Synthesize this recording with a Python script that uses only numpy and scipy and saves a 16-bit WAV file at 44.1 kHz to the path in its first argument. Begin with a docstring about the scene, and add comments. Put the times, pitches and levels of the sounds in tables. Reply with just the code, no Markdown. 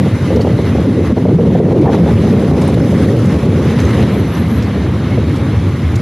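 """Strong wind buffets a hand-held microphone on a river bank. From the start, eddies thump and flap on
its port; behind them choppy water washes and splashes, and a small survey boat whines faintly.
The gust builds with a hollow boom and a rasp, peaks near 1.9 s and drives the limiter.
The whine fades and returns, waves tumble over from 3.7 s, and three very high chirps pass
from 4.1 s as the wind eases."""
import sys
import numpy as np
from scipy import signal
from scipy.fft import rfft, irfft, next_fast_len
from scipy.io import wavfile
from scipy.ndimage import uniform_filter1d, minimum_filter1d

SR = 44100
rng = np.random.default_rng(int(sys.argv[2]) if len(sys.argv) > 2 else 0)


def master(y):
    """Save y as 16-bit WAV."""
    cut = np.clip(np.atleast_2d(y).T, -1, 1)
    pcm = np.round(cut * 32767)  # scale
    wavfile.write(sys.argv[1], SR, pcm.astype(np.int16))


N = 265129
CUTOFF_HZ = 13100

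# Wind force on the port. Each row: time in seconds, force in dB re the steady breeze.
GUST = [(0, 4.5), (.22, -0.5), (.33, 5), (.48, 3), (.68, 2.5), (.77, 4.5), (1.12, 3), (1.3, 5.5),
        (1.62, 6.5), (1.88, 11), (2.16, 4.5), (2.4, 6), (2.9, 5.5), (3.58, 4), (4.02, 4.5), (4.3, 0),
        (5.2, -0.5), (6.0, -2.5)]
# Single eddies. Each row: centre in seconds, length in seconds, pitch in Hz, relative peak in dB.
THUMPS = [(0.033, 0.037, 167, -3), (0.073, 0.022, 217, -2), (0.137, 0.03, 94.3, 0), (0.356, 0.022, 432, -7),
          (0.516, 0.014, 210, 2), (0.54, 0.049, 111, -2), (0.722, 0.048, 100, -6), (0.837, 0.035, 96, -2.5),
          (0.883, 0.035, 234, -0.5), (0.995, 0.042, 431, -6.5), (1.13, 0.014, 191.5, 3.5),
          (1.238, 0.024, 209, -4.5), (1.295, 0.036, 520, -14), (1.327, 0.0092, 421, 2),
          (1.354, 0.049, 165.8, 0.5), (1.4, .035, 448.6, -7), (1.475, 0.058, 181.3, -6),
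          (1.56, 0.085, 184.6, -6), (1.756, 0.062, 480, -6), (1.811, 0.044, 335, -1),
          (2.025, 0.067, 175.1, -1), (2.15, .06, 114, -2), (2.313, 0.037, 204.7, -5.5),
          (3.208, 0.04, 112.4, -0.5), (3.281, 0.021, 173, 1.5), (3.412, 0.036, 110.5, -7),
          (3.846, 0.044, 80, -3), (4.53, 0.038, 210, -4.5), (4.923, 0.03, 105.3, -4.5),
          (5.575, 0.023, 93.7, 0.5), (5.87, 0.069, 83.2, -5.5), (5.973, 0.023, 106.3, -6)]
# Slaps of small eddies. Each row: start in seconds, relative peak in dB.
FLAPS = [(.06, -5.5), (.304, -4.5), (.369, -2), (.394, -4), (.448, 1), (.471, 1), (.497, -5), (.589, -2),
         (.749, -1.5), (.784, -4.5), (1.094, -7.5), (1.168, -4), (1.253, 0), (1.284, -2), (1.386, -2.5),
         (1.551, -1), (1.656, -6.5), (1.708, -7), (1.843, -11), (1.868, 0.5), (1.896, 5), (2.061, -3),
         (2.236, -3.5), (2.369, -10), (2.482, -9), (2.571, -7.5), (2.851, -8), (2.923, -6), (5.175, -4.5)]
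# Choppy water. Each row: time in seconds, relative wash level in dB, relative spray level in dB.
CHOP = [(0, -31.5, -44), (1.2, -35.5, -48), (1.8, -36, -48.5), (2.0, -31, -43.5), (3.05, -32.5, -42.5),
        (3.55, -33, -44.5), (3.85, -28.5, -41), (4.25, -31.5, -45), (5.0, -32, -47.5), (6.0, -33.5, -46)]


def from_db(db):
    """Decibels to gain."""
    return 10 ** (np.asarray(db) / 20)


def unit_rms(x):
    """Scale to rms 1."""
    return x / np.sqrt(np.mean(x ** 2) + 1e-20)


def curves(rows):
    """Value columns of a time table, interpolated to every sample."""
    times_s, *columns = np.transpose(rows)
    return [np.interp(np.arange(N) / SR, times_s, column) for column in columns]


def swell(centre_s, length_s):
    """Gaussian bump: peak 1, length_s wide at 1/e."""
    return np.exp(-np.minimum((2 * (np.arange(N) / SR - centre_s) / length_s) ** 2, 60))


def drift(rate_hz):
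    """Random wander, rms about 1, rolling off above rate_hz."""
    hop, settle = 40, 2000
    pole = np.exp(-2 * np.pi * hop * rate_hz / SR)
    noise = rng.standard_normal(N // hop + settle + 2)
    slow = signal.lfilter([1], [1, -2 * pole, pole * pole], noise)[settle:]
    return np.interp(np.arange(N) / hop, np.arange(len(slow)), unit_rms(slow))


def butterworth(x, hz, kind, order=2):
    """Low- or high-pass."""
    return signal.sosfilt(signal.butter(order, hz, kind, fs=SR, output="sos"), x)


def resonance(x, hz, width_hz):
    """Two-pole resonator, peak gain 1."""
    r = np.exp(-np.pi * width_hz / SR)
    feedback = [1, -2 * r * np.cos(2 * np.pi * hz / SR), r * r]
    return signal.lfilter(np.array([1, 0, -1]) * (1 - r * r) / 2, feedback, x)


def coloured(spectrum, low_hz=15):
    """Noise, rms 1, shaped by (Hz, dB) points; rolls off an octave above the last."""
    points_hz, points_db = np.transpose(spectrum)
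    hz = np.arange(N // 2 + 1) * SR / N + 1e-3
    shape_db = np.interp(np.log(hz), np.log(points_hz), points_db)
    gain = from_db(shape_db) * (hz > low_hz) / (1 + (hz / points_hz[-1] / 2) ** 4)
    return unit_rms(irfft(rfft(rng.standard_normal(N)) * gain, N))


def evened(x, share):
    """Remove a share of a noise's random swelling: a steady stream of like-sized eddies."""
    envelope = np.abs(signal.hilbert(x, next_fast_len(N))[:N])
    return unit_rms(x / (uniform_filter1d(envelope, size=900) + 0.13) ** share)


def stalls_db(depth_db=7.5, stall_s=0.0086):
    """Fine eddies pause just before each listed slap."""
    return -depth_db * sum(swell(start_s - stall_s / 2, 2 * stall_s) for start_s, _ in FLAPS)


def lumps_db(spread_db=1.24, rate_hz=9.5):
    """Quick swells and sags of the flow about its trend."""
    flow = drift(rate_hz)
    return spread_db * unit_rms(flow - uniform_filter1d(flow, size=SR // 4))


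def lulls_db(length_s=0.05):
    """The flow leaves the port for a moment."""
    # Each row: centre in seconds, depth in dB.
    dips = [(.1, 7), (.19, 3), (.68, 3.5), (1.06, 2), (1.15, 6), (4.35, 1.5), (4.98, 3), (5.7, 2),
            (5.82, 2)]
    return -sum(depth_db * swell(centre_s, length_s) for centre_s, depth_db in dips)


def buffeting(rumble_db=-14.5, eddy_db=-15.5, flutter_db=-24.5, steady=0.38, burst_db=2.0, swap_db=1.0):
    """Large eddies rumble; small ones grow fastest with the gust, in bursts that displace mid-size ones."""
    # Spectra of large, mid-size and small eddies. Each row: frequency in Hz, relative density in dB.
    rumble_spectrum = [(20, -44), (42, -28), (54, -46), (63, -11.5), (73, 2.5), (97, 4.5), (125, 2.5),
                       (160, -10.5), (260, -45)]
    eddy_spectrum = [(70, -51), (115, -9), (155, -0.5), (190, -2.5), (235, -1.5), (290, -5.5), (350, -10),
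                     (480, -27), (900, -50)]
    flutter_spectrum = [(180, -12), (300, -6.5), (380, -0.5), (460, -1), (550, -4.5), (660, -15),
                        (800, -19.5), (1100, -26.5), (1600, -48), (3000, -50.5)]
    gust_db, = curves(GUST)
    bursts = drift(rate_hz=50)
    large = from_db(rumble_db + 0.093 * gust_db) * evened(coloured(rumble_spectrum), steady)
    middle = evened(coloured(eddy_spectrum), steady)
    middle *= from_db(eddy_db + 0.76 * gust_db - swap_db * bursts)
    small = evened(coloured(flutter_spectrum) * from_db(burst_db * bursts), steady / 2)
    small *= from_db(flutter_db + 1.52 * gust_db + stalls_db())
    return from_db(lumps_db() + lulls_db()) * (large + middle + small)


def thumps(gain_db=-2.5, wander=0.13, ragged_db=2.0):
    """An eddy rolls over the port: a few ragged pressure swings, deep if large, hollow if small."""
    warped_s = np.cumsum(1 + wander * drift(rate_hz=70)) / SR
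    swings = np.zeros(N)
    for centre_s, length_s, hz, db in THUMPS:
        phase = 2 * np.pi * (hz * warped_s + rng.random())
        swings += from_db(db + gain_db) * swell(centre_s, length_s) * np.sin(phase)
    return swings * from_db(ragged_db * drift(rate_hz=82))


def displacement(depth_db=3):
    """Gain of the turbulence while one big eddy pushes the others off the port."""
    return from_db(-depth_db * sum(swell(centre_s, length_s) for centre_s, length_s, _, _ in THUMPS))


def flaps(gain_db=-4.0, port_hz=450, rise_s=0.0042, rough=0.4, shed_per_s=5, shed_above_db=6):
    """A sudden push and brief turbulence swing the air in the port; hard gusts shed more at random."""
    gust_db, = curves(GUST)
    out, t = np.zeros(N), np.arange(SR // 10) / SR
    shed_at = np.flatnonzero((rng.random(N) < shed_per_s / SR) & (gust_db > shed_above_db))
    shed_db = 4.5 + 3.5 * rng.standard_normal(N)
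    for start_s, db in list(FLAPS) + [(at / SR, shed_db[at]) for at in shed_at]:
        push = rough * rng.standard_normal(len(t)) * t / rise_s * np.exp(-t / rise_s)
        push[0] += rng.choice([-1, 1]) * 2
        swing = resonance(push, port_hz * np.exp(0.031 * rng.standard_normal()), width_hz=120)
        swing = butterworth(swing, 720, "low", order=3)
        swing = butterworth(swing, 117, "high")
        at = int(start_s * SR)
        peak = from_db(db + gain_db + 0.23 * gust_db[at])
        out[at:at + len(t)] += (peak * swing / np.abs(swing).max())[:N - at]
    return out


def lapping_db(rise_s=0.044, fall_s=0.015):
    """Each nearby wave builds up and drops away quickly."""
    # Each row: crest time in seconds, height above the chop in dB.
    laps = [(.27, 2.5), (.69, 4), (.82, 2.5), (1.07, 5), (1.95, 7), (2.22, 0.5), (3.04, 5), (3.33, 2.5),
            (3.7, 2), (3.95, 1.5), (4.025, 2.5), (4.38, 2)]
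    t = np.arange(N) / SR
    return sum(db * np.exp(-((t - crest_s) / np.where(t < crest_s, rise_s, fall_s)) ** 2)
               for crest_s, db in laps)


def patchy(x, depth_db, frame=512, patch_bins=6, patch_hops=7):
    """Each wavelet has its own colour: random patches of the spectrum swell and fade."""
    spectra = signal.stft(x, nperseg=frame)[2]
    patches = rng.standard_normal(spectra.shape[-2:])
    patches = uniform_filter1d(patches, size=patch_bins, axis=0)
    patches = uniform_filter1d(patches, size=patch_hops, axis=1)
    return signal.istft(spectra * from_db(depth_db * unit_rms(patches)), nperseg=frame)[1][..., :N]


def water(wash_gain_db=3.0, spray_gain_db=0.5, side_db=-4.0, surge_db=0.5, grain_db=1.0):
    """Many small waves wash at once; their spray is grainier and wider than their body."""
    # Spectra of wave body and spray. Each row: frequency in Hz, relative density in dB.
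    wash_spectrum = [(200, -0.5), (750, 3.5), (1150, 3.5), (1600, -0.5), (2100, 0), (2450, -4.5),
                     (3500, -7.5), (3950, -8), (4400, -17), (5500, -33.5)]
    spray_spectrum = [(3000, -17), (4300, 2.5), (5200, 1), (6100, 1), (6900, -3.5), (7700, -9), (8400, -9),
                      (9300, -5.5), (10100, -5), (10800, -3.5), (11500, -8), (13000, -10.5)]
    wash_db, spray_db = curves(CHOP)
    body = from_db(wash_db + wash_gain_db) * coloured(wash_spectrum)
    side = from_db(side_db) * coloured(spray_spectrum, low_hz=4330) * [[1], [-1]]
    fizz = coloured(spray_spectrum) * from_db(grain_db * drift(rate_hz=140))
    spray = from_db(spray_db + spray_gain_db) * (fizz + side)
    surge = from_db(lapping_db() + surge_db * drift(rate_hz=14))
    return surge * patchy(body + spray, depth_db=1.5)


def droplets(per_s=110, level_db=-48, pitches=26, q=25):
    """Drops and tiny bubbles come at random, each ringing at one of many pitches."""
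    _, spray_db = curves(CHOP)
    out = np.zeros(N)
    for hz in np.geomspace(1300, 11000, pitches):
        born = rng.random(N) < per_s / pitches / SR
        size_db = -np.minimum(rng.exponential(1, N), 4)
        rings = resonance(born * from_db(size_db) + 1e-18, hz, hz / q)
        out += unit_rms(rings) / hz
    return from_db(level_db + spray_db - spray_db.mean()) * unit_rms(out)


def motor(gain_db=-1.5, wobble=0.035, octave_db=-13):
    """The thruster's whine wavers as the hull pitches in the chop."""
    # Each row: time in seconds, pitch in Hz, relative level in dB.
    whine_track = [(0, 2040, -42), (1.1, 2030, -43), (1.6, 2160, -48), (2.8, 2000, -58), (3.8, 2000, -43),
                   (4.8, 2200, -48), (5.45, 2240, -43), (6.0, 2100, -39.5)]
    hz, db = curves(whine_track)
    phase = 2 * np.pi * np.cumsum(hz * (1 + wobble * drift(rate_hz=60))) / SR
    whine = np.sin(phase) + from_db(octave_db) * np.sin(2 * phase)
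    return from_db(db + gain_db) * unit_rms(whine * (1 + drift(rate_hz=24)))


def rough_band(events, hz, width_hz, grain_db, grain_hz):
    """Grainy noise band that swells at each (centre s, length s, level dB) event."""
    envelope = sum(from_db(db) * swell(centre_s, length_s) for centre_s, length_s, db in events)
    broad = resonance(rng.standard_normal(N), hz, 2 * width_hz)
    band = resonance(broad, hz, width_hz)
    return envelope * unit_rms(band * from_db(grain_db * drift(grain_hz)))


def rasp():
    """The finest eddies tear at the port's edge in short, rough flares."""
    # Each row: centre in seconds, length in seconds, level in dB.
    flares = [(.32, .04, -32), (.4, 0.078, -35), (0.46, 0.025, -34), (1.178, 0.022, -25),
              (1.284, 0.053, -32), (1.452, 0.01, -19), (1.582, .06, -33), (1.74, 0.063, -30),
              (1.883, 0.061, -16), (1.937, .03, -15), (2.044, .015, -24), (2.087, .03, -20.5),
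              (2.267, 0.052, -28.5), (2.356, .05, -24.5), (2.53, 0.096, -25), (2.62, 0.039, -23.5),
              (2.688, .014, -25)]
    return rough_band(flares, hz=770, width_hz=250, grain_db=4.0, grain_hz=110)


def splashes(gain_db=0.5, drops_per_s=2000, drop_db=-4, spread_db=3.0, pitch_spread=0.27, q=7, snap=0.76):
    """A crest breaks: one sharp tick, then a dying cluster of drops, each a snap and a short ring."""
    # Each row: start in seconds, relative peak in dB, pitch in Hz, cluster time scale in seconds.
    crests = [(.361, -26, 4170, 0.0071), (0.41, -26, 4430, 0.014), (1.816, -32, 6470, .006),
              (2.6135, -25, 9050, .01), (2.677, -28, 9250, .012), (2.743, -22, 4000, .002),
              (2.7505, -24, 7500, .001), (3.255, -27, 6950, 0.0088), (3.786, -24, 3900, .008),
              (3.802, -22.5, 6060, 0.0083), (3.851, -29, 6240, .005), (4.012, -25, 3400, 0.011),
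              (4.351, -37, 5700, .012), (4.624, -28, 5500, .016), (5.361, -30, 6640, 0.011),
              (5.956, -21, 6200, .006)]
    out, t = np.zeros(N), np.arange(SR // 50) / SR
    for start_s, db, hz, cluster_s in crests:
        drops = rng.standard_normal((30, 3))[:1 + int(cluster_s * drops_per_s)]
        for k, (lag, size, detune) in enumerate(drops):
            later = min(k, 1)   # 0 for the leading tick: no scatter
            delay_s = later * cluster_s * abs(lag) * 0.91
            ring_hz = min(hz * np.exp(later * pitch_spread * detune), CUTOFF_HZ)
            tick = np.sin(2 * np.pi * ring_hz * t) * np.exp(-np.pi * ring_hz * t / q)
            tick[:2] += [snap, -snap]
            tick *= from_db(db + gain_db + later * (drop_db + spread_db * size))
            at = int((start_s + delay_s) * SR)
            out[at:at + len(t)] += tick[:max(N - at, 0)]
    return out


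def plips(t60_s=0.029, rise_per_s=3.6, attack_s=0.0013):
    """A bubble rings briefly, rising in pitch as it reaches the surface."""
    # Each row: start in seconds, relative level in dB, starting pitch in Hz.
    bubbles = [(0.41, -18.5, 4450), (1.876, -11, 1740), (2.676, -25.5, 9140), (2.816, -25, 5220),
               (3.087, -14, 1840), (3.801, -22.5, 6120), (3.851, -23.5, 6250), (4.35, -27, 5800)]
    out, t = np.zeros(N), np.arange(SR // 10) / SR
    for start_s, db, hz in bubbles:
        envelope = from_db(db - 60 * t / t60_s) * (1 - np.exp(-t / attack_s))
        at = int(start_s * SR)
        out[at:at + len(t)] += envelope * np.sin(2 * np.pi * hz * t * (1 + rise_per_s * t / 2))
    return out


def boom(width_hz=40):
    """Eddies shed almost regularly from the port's edge: a hollow band that sinks as the gust dies."""
    # Each row: time in seconds, pitch in Hz, level in dB.
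    shedding_track = [(1.15, 179.9, -40), (1.38, 174.8, -9), (1.8, 190, -20), (2.05, 200, -16),
                      (2.7, 174.4, -15.5), (3.3, 135, -15), (4.2, 135, -27)]
    hz, db = curves(shedding_track)
    phase = 2 * np.pi * np.cumsum(hz) / SR
    in_phase, quadrature = (butterworth(drift(width_hz), 2 * width_hz, "low") for _ in range(2))
    band = in_phase * np.cos(phase) + quadrature * np.sin(phase)
    return from_db(db) * evened(band, share=1.0)


def sloshes():
    """A wave tumbles over: a short, grainy rush of churned water."""
    # Each row: centre in seconds, length in seconds, level in dB.
    tumbles = [(3.696, .06, -31), (3.795, .04, -31), (3.935, 0.091, -32), (4.017, 0.041, -30)]
    return rough_band(tumbles, hz=1650, width_hz=1200, grain_db=5.5, grain_hz=160)


def chirps(hz=11350, width_hz=500, rasp_db=3.5):
    """A narrow, raspy, very high band swells and fades three times."""
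    # Each row: centre in seconds, length in seconds, level in dB.
    pulses = [(4.163, 0.099, -44), (4.355, 0.15, -45), (4.533, 0.15, -46)]
    t = np.arange(N) / SR
    envelope = sum(from_db(db) * np.exp(-(2 * (t - centre_s) / length_s) ** 4)
                   for centre_s, length_s, db in pulses)
    band = butterworth(resonance(rng.standard_normal((2, N)), hz, width_hz), 9500, "high")
    band += band.mean(axis=0)   # narrows the stereo image
    return envelope * unit_rms(band * from_db(rasp_db * drift(rate_hz=50)))


def scene(low_cut_hz=57):
    """Mono wind over the stereo river; the microphone sheds the deepest pressure swings."""
    river = water() + sloshes() + droplets() + splashes() + plips() + motor() + chirps()
    wind = displacement() * (buffeting() + boom()) + thumps() + flaps() + rasp()
    return river + butterworth(wind, low_cut_hz, "high", order=8)


def limiter(x, ceiling=0.84, attack_s=0.0053, release_db_per_s=128):
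    """Looks ahead, turns everything down under each peak, recovers steadily."""
    window = int(attack_s * SR)
    over_db = np.maximum(20 * np.log10(np.abs(x).max(axis=0) / ceiling + 1e-9), 0)
    release_db = release_db_per_s * np.arange(N) / SR
    gain = from_db(release_db - np.maximum.accumulate(over_db + release_db))
    return x * uniform_filter1d(minimum_filter1d(gain, window), window)


def record(dry):
    """The limiter holds the gusts down; a steep low-pass cuts the top."""
    low_pass = signal.ellip(12, 0.2, 80, CUTOFF_HZ, fs=SR, output="sos")
    return signal.sosfilt(low_pass, limiter(dry))


dry = scene()
out = record(dry)
master(out)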